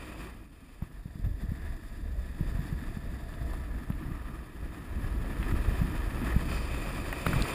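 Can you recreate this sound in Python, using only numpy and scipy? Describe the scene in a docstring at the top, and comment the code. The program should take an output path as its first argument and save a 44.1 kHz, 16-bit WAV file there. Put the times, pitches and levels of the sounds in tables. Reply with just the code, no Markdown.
"""A hiss and crunch of packed snow under a snowboard, with rumble, dull thuds and buffeting wind.
Friction is grainy noise ringing through the resonances of the board; ripples make low surging noise.
Bumps excite the damped modes of a camera mount, and gusts buffet the camera case worn by the rider.
At the end the rider leans on the heel edge and skids to a stop: scrape and spray grow, lumps crack."""
import sys
import numpy as np
from scipy import signal
from scipy.fft import rfft, irfft, next_fast_len
from scipy.io import wavfile
from scipy.ndimage import map_coordinates

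SR = 44100
rng = np.random.default_rng(int(sys.argv[2]) if len(sys.argv) > 2 else 0)


def generate_wav(sig):
    """Save sig (samples, or channels by samples) to the path in sys.argv[1] as 16-bit PCM at SR."""
    pcm = np.round(np.clip(np.atleast_2d(sig).T, -1, 1) * 32767).astype(np.int16)
    wavfile.write(sys.argv[1], SR, pcm)


N = 332514

# hard bumps that knock the mount and load the board; stiffness 1 is firm, less is softer and lower:
# start_s, relative_level_db, stiffness
HARD_BUMPS = [(0.8209, -21.5, 1.01), (1.056, -25, 0.98), (1.154, -27.5, 1.05), (1.193, -27.5, 0.94),
              (1.237, -21.5, 0.52), (1.262, -18.5, 0.66), (1.306, -23.5, 0.51), (1.338, -25.5, .4),
              (1.434, -26, 1.03), (1.486, -20, 0.55), (1.517, -20, 1), (2.4067, -15.5, 0.95),
              (2.546, -21, 0.62), (2.59, -19.5, 0.9), (2.724, -19.5, 0.87), (2.969, -22, 1.16),
              (3.412, -25, 0.76), (3.9009, -17, 1.05), (4.114, -26.5, 0.84), (5.043, -24.5, 0.71),
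              (5.2, -24.5, 0.77), (5.518, -19.5, 0.6), (5.68, -19.5, 0.61), (5.815, -12, 0.9),
              (6.3613, -12, 1.04), (7.2656, -15.5, 1), (7.289, -22, 0.89), (7.336, -21, 0.96),
              (7.358, -16.5, 0.82), (7.365, -18.5, 0.76), (7.411, -19.5, 0.98)]
# which edge bites, limited to -1 toe, 0 flat, 1 heel where it is read: time_s, edge
EDGE_TILT = [(0, 0.8), (.4, 0.36), (.8, 0.53), (1.2, -1.6), (1.5, -1.6), (2.8, -0.96), (3.4, -0.82),
             (3.75, -0.21), (4.05, -0.0056), (4.5, 0.13), (5, 0.08), (5.6, 0.17), (6.4, 0.22), (6.52, 0.89),
             (7.1, 0.72), (7.54, 1)]
# references for an easy glide: edge pressure and airflow, both as relative levels
CRUISE_DB, CRUISE_AIR_DB = -51.5, -38


def amp(db):
    """Logarithmic level: 20 dB is a tenfold gain in amplitude."""
    return 10 ** (np.asarray(db) / 20)


def unit(x):
    """Normalization: equal mean power, here an rms of 1."""
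    return x / np.sqrt(np.mean(x ** 2) + 1e-20)


def along(points, hz):
    """Interpolation of (frequency, value) points on a logarithmic frequency axis."""
    f, v = np.transpose(points)
    return np.interp(np.log(hz + 1), np.log(f + 1), v)


def curves(rows):
    """Linear interpolation in time: one value per sample for each column after the time."""
    s, *cols = np.transpose(rows)
    return [np.interp(np.arange(N) / SR, s, c) for c in cols]


def wobble(rate):
    """Slow random modulation: a smooth curve through random knots, rate of them a second."""
    knots = rng.standard_normal(int(N * rate / SR) + 4)
    return map_coordinates(knots, [np.arange(N) * rate / SR])


def swell(middle, length):
    """Raised-cosine envelope: a smooth rise from 0 to 1 and back within the length."""
    phase = np.clip((np.arange(N) / SR - middle) / length, -.5, .5)
    return np.cos(np.pi * phase) ** 2


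def filtered(x, response):
    """Linear filtering: the spectrum is multiplied by a response of frequency."""
    m = next_fast_len(len(x) + 8192)  # zero padding
    return irfft(rfft(x, m) * response(np.fft.rfftfreq(m, 1 / SR)), m)[:len(x)]


def noise(spectrum):
    """Spectral shaping: white noise takes on a given spectrum at rms 1."""
    return unit(filtered(rng.standard_normal(N), lambda hz: amp(along(spectrum, hz))))


def resonate(x, hz, q):
    """Damped resonance: a peak filter of quality factor q."""
    return signal.lfilter(*signal.iirpeak(hz, q, SR), x)


def add(track, s, sound):
    """Superposition: a sound is mixed into the track at time s."""
    part = track[round(s * SR):][:len(sound)]
    part += sound[:len(part)]


def wind(air_db):
    """Turbulence: airflow makes low noise at the camera case, modulated by gusts and small eddies."""
    # spectrum of the buffeting: frequency_hz, relative_level_db
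    buffet_spectrum = [(10, -43), (25, 2), (45, 1), (68, 0), (90, -10.5), (130, -19), (250, -33),
                       (600, -31), (2000, -110)]
    # the strongest gusts: middle_s, extra_level_db
    strong_gusts = [(.83, 2), (1.27, 3.5), (1.72, 4), (2.08, 3.5), (2.19, 6.5), (2.43, 6.5), (3.46, 3),
                    (3.72, 4), (4.18, 4), (4.65, 9.5), (4.93, 5), (5.23, 2), (5.56, 7), (5.7, 7.5),
                    (5.83, 7), (6.35, 4), (7.38, 11)]
    gust_s, eddy_db, eddies_per_s = .14, 2.5, 12  # gust length; eddy depth per unit wobble; eddy pace
    gust_db = sum(db * swell(s, gust_s) for s, db in strong_gusts)
    rush = noise(buffet_spectrum)
    eddies = amp(eddy_db * np.clip(wobble(eddies_per_s), -2, 1))
    return amp(air_db + gust_db + 0.9) * unit(rush * eddies)


def board(pressure_db, air_db):
    """Forced vibration: ripples drive the board in irregular surges that grow with load and airflow."""
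    # spectrum of the rumble: frequency_hz, relative_level_db
    rumble_spectrum = [(40, -14), (90, -5), (125, 0), (170, -2.5), (220, -3), (320, -5.5), (420, -25),
                       (700, -47), (3000, -79)]
    rumble_db = -44.5  # at an easy glide, on a flat board
    per_pressure_db, per_air_db = 0.72, 0.31  # dB per dB
    heel_quiet_db = 3.5  # tilted on its heel edge the board meets fewer ripples
    heel = np.clip(curves(EDGE_TILT)[0], 0, 1)
    load_db = per_pressure_db * (pressure_db - CRUISE_DB)
    speed_db = per_air_db * (air_db - CRUISE_AIR_DB)
    level_db = rumble_db + load_db + speed_db - heel_quiet_db * heel
    rumble = noise(rumble_spectrum)
    surges = amp(1.8 * wobble(45) + 2.3 * wobble(9))
    return amp(level_db) * unit(rumble * surges)


def jarring():
    """Transient loading: each hard bump loads the board quickly, then relaxes; overlaps saturate at 1."""
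    peak_s = 0.013  # from impact to greatest load
    ages = (np.clip((np.arange(N) / SR - s) / peak_s, 0, 20) for s, db, stiffness in HARD_BUMPS)
    return np.tanh(sum(age * np.exp(1 - age) for age in ages))


def bumps(air_db):
    """Modal impact: a jolt makes the mount's damped modes thud; small random jolts follow the airflow."""
    # modes of the mount at stiffness 1: frequency_hz, relative_level_db, t60_s
    mount_modes = [(69, 2.5, 0.045), (166, 6, 0.032), (298, -24, 0.0078)]
    jolts_per_s, jolt_db, jolt_spread_db = 3, 2.5, 1  # rate; mean level over the airflow; scatter
    track, t = np.zeros(N), np.arange(SR // 8) / SR
    jolts = []
    for i in np.flatnonzero(rng.random(N) < jolts_per_s / SR):
        level_db = air_db[i] + jolt_db + jolt_spread_db * rng.uniform(-1, 1)
        jolts.append((i / SR, level_db, rng.uniform(0.56, 1.05)))
    for s, db, stiffness in HARD_BUMPS + jolts:
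        age = t * stiffness  # a soft bump swings more slowly and for longer
        thud = np.zeros(len(t))
        for k, (hz, level, t60) in enumerate(mount_modes):
            sign = (-1) ** (k + 1)  # neighbouring modes start in opposite phase
            thud += sign * amp(level - 60 * age / t60) * np.sin(2 * np.pi * hz * age)
        thud = thud * (1 - np.exp(-t / 0.003))  # soft onset
        add(track, s, amp(db - 1.0) * thud / np.abs(thud).max())
    return track


def lumps():
    """Impact noise: lumps of snow and ice burst through two broad resonances, dull if soft, bright if icy."""
    # lumps under the board: start_s, relative_level_db, pitch_hz, burst_t60_s
    snow_lumps = [(.822, -36, 1100, .016), (3.327, -37, 1200, 0.051), (3.338, -39, 3300, 0.035),
                  (3.533, -32.5, 890, 0.034), (3.901, -30, 1100, 0.018), (3.921, -35.5, 2300, 0.028),
                  (5.428, -26, 1680, 0.035), (5.513, -30, 1630, .03), (7.127, -19.5, 1310, 0.027),
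                  (7.265, -11.5, 970, 0.02), (7.267, -18, 1890, 0.011), (7.331, -17.5, 1170, 0.037),
                  (7.389, -33, 700, .018), (7.422, -16.5, 4430, 0.013)]
    track, t = np.zeros(N), np.arange(SR // 20) / SR
    for s, db, hz, t60 in snow_lumps:
        burst = rng.standard_normal(len(t)) * amp(-60 * t / t60)
        ring = resonate(burst, hz, q=1.6) - amp(-5) * resonate(burst, 2.13 * hz, q=3.8)
        softened = signal.lfilter(*signal.butter(1, 0.99 * hz, fs=SR), ring)
        crack = softened + amp(-27) * burst  # the faint broadband part is the crunch of crumbs
        crack = crack - resonate(crack, 5950, q=1.7)  # a dip near 6 kHz leaves the crack hollow
        add(track, s, amp(db - 3.0) * crack / np.abs(crack).max())
    return track


def bites():
    """Narrow-band filtering: noise around one resonance swells for a moment and flutters."""
    # swells of narrow noise: start_s, end_s, pitch_hz, relative_level_db
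    narrow_swells = [(0, .2, 2500, -58), (.15, 0.282, 343, -46), (0.602, 0.775, 256, -53.5),
                     (1.469, 1.78, 1830, -56), (2.74, 2.92, 1800, -60), (2.948, 3.65, 660, -56),
                     (3.921, 4.522, 1200, -56), (6.199, 6.37, 1820, -45), (6.44, 6.71, 4800, -56)]
    flutter_db = 2.5  # per unit wobble
    track = np.zeros(N)
    for start, end, hz, db in narrow_swells:
        length = round((end - start) * SR)
        band = resonate(resonate(rng.standard_normal(length), hz, q=5.5), hz, q=5.5)
        add(track, start, amp(db - 2.5) * unit(band) * signal.windows.tukey(length, .6))
    return track * amp(flutter_db * wobble(40))


def body(edge, size=2048):
    """Minimum-phase transmission: causal impulse response from snow through board and case, edge -1 to 1."""
    # broad slope of the friction noise: frequency_hz, relative_level_db
    friction_slope = [(60, -9.5), (200, 3.5), (310, 12), (450, 6.5), (850, 1.6), (2000, -4.5), (4000, -17),
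                      (8000, -22.5), (11500, -24), (15000, -25.5)]
    # Gaussian peaks of board and case: centre_hz, sigma_hz, toe_edge_db, flat_db, heel_edge_db
    body_peaks = [(545, 32, -10.5, -4.5, 4.5), (680, 21, 7, 3.5, 4.5), (976, 33, 5, 4.5, 3.5),
                  (1231, 125, 5.5, 8, 7), (1713, 87, 11.5, 10.5, 5), (1924, 105, 8.5, 7.5, 8),
                  (2490, 195, 6.5, 6.5, 15.5), (3093, 103, 1.5, 3.5, 10.5), (3583, 216, 10, 5.5, 11),
                  (4774, 355, 9.5, 4.5, 12), (5985, 170, -7, -12.5, -4.5), (7220, 310, 9, 4, 12),
                  (8500, 270, 9, 5, 11.5), (9550, 310, 7.5, 8.5, 16.5), (10240, 177, 16, 14.5, 9.5),
                  (10850, 131, 9, 12, 11), (13400, 124, 15, 8, 11), (13800, 210, 10, 13.5, 8),
                  (14540, 174, 9, 10, 17)]
    hz = np.fft.rfftfreq(size, 1 / SR)
    db = along(friction_slope, hz)
    for centre, width, *heights in body_peaks:
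        height = np.interp(edge, [-1, 0, 1], heights)
        db = db + height * np.exp(-.5 * ((hz - centre) / width) ** 2)
    # folding the cepstrum onto positive times gives the minimum phase
    cepstrum = irfft(np.log(amp(db)))
    fold = np.r_[1, np.full(size // 2 - 1, 2), np.zeros(size // 2)]
    response = irfft(np.exp(rfft(cepstrum * fold)))
    return response / np.linalg.norm(response)


def through_board(force):
    """Convolution: friction rings the board, coloured anew as the rider rolls from edge to edge."""
    edge = np.clip(curves(EDGE_TILT)[0], -1, 1)
    total = np.zeros(N)
    for state in (-1, 0, 1):
        share = np.maximum(0, 1 - np.abs(edge - state))
        total += share * signal.fftconvolve(force, body(state))[:N]
    return total


def crunch(rate, spread_db, grain_db):
    """Random impulses: snow crystals break in single snaps of uneven size over a dense hiss."""
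    struck = rng.random(N) < rate / SR
    signs = rng.choice([-1, 1], N)
    sizes = amp(spread_db * np.minimum(rng.exponential(size=N), 4))  # size is capped
    return unit(rng.standard_normal(N) + amp(grain_db) * unit(struck * signs * sizes))


def sliding(pressure_db):
    """Granular friction: the edge crushes coarse grains in a low scrape and sheds fine, bright spray."""
    spray_db, spray_grows = -59.5, 1  # spray level at an easy glide; dB per dB of pressure
    glide_hiss_db = -67  # the base hisses even with no load on the edge
    loaded_spray = amp(spray_db + spray_grows * (pressure_db - CRUISE_DB))
    spray = np.hypot(loaded_spray, amp(glide_hiss_db))
    # uneven snow makes the edge grip and let go; each kind of grain also chatters on its own
    grip_db = 1.14 * wobble(25) + 0.81 * wobble(90)
    coarse = crunch(rate=500, spread_db=3.5, grain_db=-6.0)
    coarse = coarse * amp(grip_db + 0.7 * wobble(250))
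    fine = crunch(rate=1200, spread_db=3.0, grain_db=-5.0)
    fine = fine * amp(grip_db + 0.74 * wobble(70) + 0.64 * wobble(350))

    def treble_share(hz):
        """Power-complementary crossover: half the power passes near 3600 Hz."""
        return 1 / (1 + (3600 / (hz + 1)) ** 4)

    low = filtered(through_board(coarse), lambda hz: np.sqrt(1 - treble_share(hz)))
    high = filtered(through_board(fine), lambda hz: np.sqrt(treble_share(hz)))
    return amp(pressure_db + 2.0) * unit(low) + spray * unit(high)


def scene():
    """Superposition: snow, board, mount and wind sum at one microphone; most follow pressure or airflow."""
    # how hard the edge presses; drives scrape, spray and rumble: time_s, relative_level_db
    edge_pressure = [(0, -49.5), (.27, -51.5), (.48, -63), (1.0, -61.5), (1.35, -62.5), (1.62, -55),
                     (1.88, -59.5), (2.25, -56.5), (2.5, -52), (3.15, -54.5), (4.35, -52.5), (4.55, -56),
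                     (5.0, -51), (5.65, -45.5), (6.3, -44), (6.8, -44), (7.15, -42.5), (7.37, -39)]
    # brief pushes that dig the edge in: middle_s, length_s, extra_pressure_db
    edge_digs = [(0.214, .12, 1.5), (0.84, 0.07, 4), (1.254, 0.065, 9.5), (1.417, 0.097, 8.5),
                 (2.83, 0.096, 1.5), (3.32, 0.12, 3.5), (3.526, 0.12, 4), (5.035, 0.11, 5),
                 (5.505, 0.082, 5.5), (5.79, .12, 1.5), (6.308, 0.19, 3), (6.521, 0.092, 4)]
    # air streaming past the rider; drives buffeting, rumble and small jolts: time_s, relative_level_db
    air_stream = [(0, -44), (.35, -45), (.5, -52), (.95, -48.5), (1.3, -37.5), (1.8, -41.5), (2.5, -36),
                  (3.5, -37.5), (4.3, -41), (4.8, -43.5), (5.05, -35), (5.8, -34), (6.65, -35.5),
                  (7.54, -40.5)]
    load_db, shudder_db = 0.5, 3.5  # extra pressure and extra rumble at a jarring load of 1
    dig_db = sum(db * swell(s, length) for s, length, db in edge_digs)
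    pressure_db = curves(edge_pressure)[0] + dig_db
    air_db, = curves(air_stream)
    load = jarring()
    snow = sliding(pressure_db + load_db * load) + bites() + lumps()
    shaking = board(pressure_db, air_db) * amp(shudder_db * load) + bumps(air_db)
    return (snow + shaking + wind(air_db))[None]


def record(dry):
    """Amplitude modulation: bass shifted around 12 kHz is a faint fizz; a sharp band limit follows."""
    top_hz = 15330
    sound = dry[0]
    carrier = np.cos(2 * np.pi * 12000 * np.arange(N) / SR)
    # weighting of the bass: frequency_hz, gain_db
    bass_weight = [(30, -17), (170, -2.0), (350, 6), (900, -20), (3000, -58)]
    bass = filtered(sound, lambda hz: amp(along(bass_weight, hz)))
    return filtered(sound + amp(-28.5) * bass * carrier, lambda hz: hz < top_hz)[None]


dry = scene()
out = record(dry)
generate_wav(out)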